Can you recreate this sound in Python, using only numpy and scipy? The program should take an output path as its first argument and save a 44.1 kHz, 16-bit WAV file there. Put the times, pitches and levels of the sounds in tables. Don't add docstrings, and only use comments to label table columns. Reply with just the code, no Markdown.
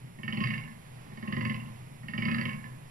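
import sys
import numpy as np
from scipy import signal
from scipy.fft import rfft, irfft, next_fast_len
from scipy.io import wavfile
from scipy.ndimage import map_coordinates

SR = 44100
rng = np.random.default_rng(int(sys.argv[2]) if len(sys.argv) > 2 else 0)


def undo_db(level):
    steps = np.asarray(level, float) / 20
    return 10 ** steps


def master_out(mix):
    frames = np.transpose(np.atleast_2d(mix))
    ceiling = np.clip(frames, -1, 1)
    pcm = np.round(ceiling * 32767).astype(np.int16)
    wavfile.write(sys.argv[1], SR, pcm)


N = 127890


def unit(x):
    return x / np.sqrt(np.mean(x ** 2) + 1e-20)


def along(points, hz):
    point_hz, value = np.transpose(points)
    return np.interp(np.log(hz + 1), np.log(point_hz + 1), value)


def filtered(x, response):
    size = next_fast_len(N + SR // 2)
    spectrum = rfft(x, size)
    return irfft(spectrum * response(np.fft.rfftfreq(size, 1 / SR)), size)[..., :N]


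def peaks(rows):
    def response(f):
        total = 0
        for k, (center, width, db) in enumerate(rows):
            damping = 1j * f * width
            total = total + (-1) ** k * undo_db(db) * damping / (center * center - f * f + damping)
        return total
    return response


def above(f):
    u = 1j * f / 106.3
    return (u * u / (1 + u + u * u)) ** 2


def pair(share, size=N):
    same, a, b = rng.standard_normal((3, size))
    share = np.clip(share, 0, 1)
    return np.sqrt(share) * same + np.sqrt(1 - share) * np.array([a, b])


def alike_below(x):
    return x + filtered(x[0] - x, lambda f: 1 / (1 + (f / 295) ** 4))


def wobble(rate):
    knots = rng.standard_normal(int(N * rate / SR) + 4)
    return map_coordinates(knots, [np.arange(N) * rate / SR])


def drone():
    # time_s, level_db
    hum_level = [(0.0, -45), (0.21, -47.5), (0.46, -35.5), (0.81, -57.5), (0.95, -49.5), (1.32, -48.5),
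                 (1.44, -42), (1.93, -47.5), (2.38, -43.5), (2.66, -48), (2.79, -46.5), (2.9, -53.5)]
    # pitch_hz, width_hz, level_db
    hum_modes = [
        (123.3, 6.5, 1.5),
        (152, 15.4, -5),
        (217.6, 90, -18.5),
    ]
    s, db = np.transpose(hum_level)
    hum = filtered(rng.standard_normal(N), lambda f: peaks(hum_modes)(f) * above(f))
    return undo_db(np.interp(np.arange(N) / SR, s, db)) * unit(hum)


def insect():
    pitch_hz, width_hz, level_db = 5410, 6.6, -80
    line = filtered(rng.standard_normal(N), peaks([(pitch_hz, width_hz, 0)]))
    return undo_db(level_db) * unit(line)


def meadow(voice):
    # pitch_hz, level_db (per Hz)
    air_color = [(20, 8.5), (40, -6), (80, 4.5), (250, -4.5), (1000, -3.5), (1400, -10), (2000, -5.5),
                 (6000, -25.5)]
    # pitch_hz, level_db (per Hz)
    hiss_color = [(6600, -11), (7600, -13.5), (8700, -15.5), (9700, -8), (11000, 1), (12500, -13.5),
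                  (13500, -25.5), (15700, -26)]
    air_db, shared_air, air_wobble_db = -52.5, 0.55, 1.1
    hiss_db, shared_hiss, hiss_wobble_db = -64, 0.71, 0.3
    swell_db, swell_s, air_swell_share = 4.5, 0.2, 0.5
    apart_hz = 12500

    air_curve = [*air_color, (6700, -28), (9000, -120)]
    air = unit(filtered(alike_below(pair(shared_air)), lambda f: undo_db(along(air_curve, f))))

    near, own = pair(shared_hiss), pair(0)
    hiss = near + filtered(own - near, lambda f: f > apart_hz)
    hiss_curve = [(3000, -120), *hiss_color]
    hiss = unit(filtered(hiss, lambda f: undo_db(along(hiss_curve, f))))

    fade = np.exp(-np.arange(SR) / SR / swell_s)
    loud = signal.fftconvolve(np.abs(voice), fade)[:N]
    swell = swell_db * np.abs(loud) / loud.max()
    air_level = air_db + air_swell_share * swell + air_wobble_db * wobble(5.686)
    hiss_level = hiss_db + swell + hiss_wobble_db * wobble(11.35)
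    return undo_db(air_level) * air + undo_db(hiss_level) * hiss


def slaps():
    # time_s, slaps_so_far (count)
    rhythms = [
        [(.187, 0), (.3722, 4), (.5378, 9), (.5792, 10), (.637, 11), (.715, 13)],
        [(1.067, 0), (1.2267, 3), (1.325, 5), (1.4512, 8), (1.5435, 10), (1.6, 11), (1.66, 12)],
        [(2.033, 0), (2.136, 2), (2.222, 4), (2.3452, 8), (2.3836, 9), (2.412, 10), (2.4544, 11), (2.531, 13),
         (2.6415, 15)],
    ]
    # time_s, effort_db, chest_share_db, brightness (2 dB per octave per unit)
    efforts = [
        [(.187, -58, 13, 12), (.2335, -39.5, -1.5, 15.5), (.2794, -35, -1.5, 6), (.3258, -30.5, -3.5, 14.5),
         (.3722, -36.5, 5, -1.5), (.4066, -30, 0, 8.5), (.504, -35.5, -18.5, -2.5), (.5378, -36, -5, 1),
         (.715, -62.5, 8.5, -3)],
        [(1.067, -72, 17, -10), (1.173, -49, 5.5, 4), (1.275, -40.5, 6.5, 0), (1.325, -33, -0.5, -2.5),
         (1.368, -37, 7, -7), (1.4512, -34.5, 3.5, -3.5), (1.4966, -35, 2.5, 8), (1.6, -51, -6, 11),
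         (1.66, -59.5, 11, 40)],
        [(2.033, -59.5, 11, 2), (2.083, -40, -2.5, 14), (2.136, -38.5, 1, -2), (2.18, -31.5, -0.5, 11),
         (2.345, -34.5, -1, -1.5), (2.454, -33.5, -1, 2.5), (2.531, -47, -3.5, 9), (2.586, -59.5, -13, -22),
         (2.6415, -51, 6, -0.5)],
    ]
    lead_s = 0.001515
    rows = []
    for rhythm, effort in zip(rhythms, efforts):
        s, passed = np.transpose(rhythm)
        when = np.interp(np.arange(passed[-1] + 1), passed, s) - lead_s
        t, *controls = np.transpose(effort)
        progress = (when - s[0]) / (s[-1] - s[0]) - .5
        rows += zip(when, *[np.interp(when, t, c) for c in controls], progress)
    return rows


def ring(modes, scatter_db, stretch, progress, bright_db, attack_s):
    hz, db, t60, change_db = np.transpose(modes)[..., None]
    t = np.arange(SR // 4) / SR
    luck = rng.standard_normal((2, len(modes), 1))
    db = db + change_db * progress
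    tilt_db = bright_db * np.clip(np.log2(hz / 2250), -.4, .4) * (hz < 3500)
    gain = undo_db(db + scatter_db * luck[1] + tilt_db)
    gain = gain * np.linalg.norm(undo_db(db)) / np.linalg.norm(gain)
    pitch = hz * np.where(abs(hz - 250) < 90, stretch, 1) * (1 + 0.017 * luck[0])
    waves = np.sin(2 * np.pi * pitch * t)
    return (gain * undo_db(-60 * t / t60) * waves).sum(0) * (1 - np.exp(-(t / attack_s) ** 2))


def buck():
    # pitch_hz, level_db, t60_s (time to fade), change_db (through a groan)
    chest = [(120.2, -0.5, 0.1, 3.5), (143.7, -4.5, .14, -6.5), (167, -34, 0.14, 4),
             (223.2, 6.5, 0.083, -5), (292, -22, 0.087, 5), (365, -10, 0.1, -7), (528.7, -15.5, 0.19, 6),
             (608, -15, .12, -12.5), (818, -21, 0.13, -22), (1040.4, -10.5, 0.28, 6.5),
             (1089, -16, 0.17, -6)]
    # pitch_hz, level_db, t60_s (time to fade), change_db (through a groan)
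    mouth = [(1275, -8, 0.056, -17), (1385, -22.5, 0.11, -42), (1772, 1.5, 0.049, 11),
             (1865, 1.5, 0.061, -22.5), (2055, 4, 0.039, 22), (2207.4, -0.5, 0.11, 2.5),
             (2303, -12.5, 0.051, 22), (2515, -14, 0.13, 15), (2743, 0, 0.043, 8), (2945, 2.5, 0.016, 5.5),
             (3904, -14.5, 0.035, 14), (4250, -17.5, 0.032, -3), (4743, -9.5, 0.02, 8),
             (5590, -21.5, 0.014, 16)]
    chest_level_db, chest_scatter_db, chest_attack_s = 3.5, 1.2, 0.0056
    mouth_level_db, mouth_scatter_db, mouth_attack_s = 4.5, 4, 0.0016
    chest_rise = 0.16
    rasp_db, rasp_t60_s = -3.5, 0.11
    dull_hz = 6200

    voice, puffs = np.zeros(N + SR), np.zeros(N + SR)
    t = np.arange(SR // 4) / SR
    for s, db, chest_db, bright_db, progress in slaps():
        stretch = 1 + chest_rise * progress
        low = ring(chest, chest_scatter_db, stretch, progress, 0, chest_attack_s)
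        high = ring(mouth, mouth_scatter_db, 1, progress, 2 * bright_db, mouth_attack_s)
        slap = undo_db(chest_level_db + chest_db) * low + undo_db(mouth_level_db) * high
        start = round(s * SR)
        voice[start:][:len(t)] += undo_db(db) * slap
        puffs[start:][:len(t)] += undo_db(db - 60 * t / rasp_t60_s) * (1 - np.exp(-t / chest_attack_s))

    throat = peaks([(hz, 5.5 / t60 + 30, db) for hz, db, t60, change_db in mouth])
    rasp = undo_db(rasp_db) * puffs[:N] * unit(filtered(rng.standard_normal(N), throat))
    return filtered(voice[:N] + rasp,
                    lambda f: above(f) / (1 + 1.4j * f / dull_hz - (f / dull_hz) ** 2))


def trees(x):
    # pitch_hz, t60_s (time to fade)
    echo_fade = [
        (120, 1.78),
        (220, 0.12),
        (1000, 0.77),
        (2500, 0.29),
        (6000, 0.15),
    ]
    hz, t, z = signal.stft(pair(0.69, size=SR), SR, nperseg=256)
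    fade = undo_db(-60 * t / along(echo_fade, hz)[:, None])
    tail = signal.istft(z * fade, SR, nperseg=256)[1]
    late = np.pad(x, (500, 0))[None]
    return signal.fftconvolve(late, tail / np.linalg.norm(tail[0]), axes=1)[:, :N]


def scene():
    voice = buck()
    echo = undo_db(-7) * alike_below(trees(voice))
    return voice + echo + drone() + insect() + meadow(voice)


def low_pass(x):
    return signal.sosfilt(signal.butter(12, 15620, fs=SR, output="sos"), x)


def record(dry):
    # pitch_hz, level_db
    left_level = [
        (60, 0.35),
        (250, 0.5),
        (400, -2.5),
        (1100, -10),
        (1900, -10),
        (2600, -7),
        (9500, 3),
        (11800, -12),
    ]
    # pitch_hz, turn (radians)
    left_turn = [(60, 0.7), (250, -0.79), (700, -0.87), (1100, 0.38), (2200, -0.14), (7000, 1),
                 (10000, -0.18), (15000, 0.94)]
    top_hz = 15720
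    lag_s = 18 / 44100

    def left(f):
        level = undo_db(along([*left_level, (13500, 1)], f))
        turn = along(left_turn, f) - 2 * np.pi * f * lag_s
        return (f < top_hz) * level * np.exp(1j * turn)

    right = filtered(dry[1], lambda f: f < top_hz)
    return low_pass(np.array([filtered(dry[0], left), right]))


dry = scene()
out = record(dry)
master_out(out)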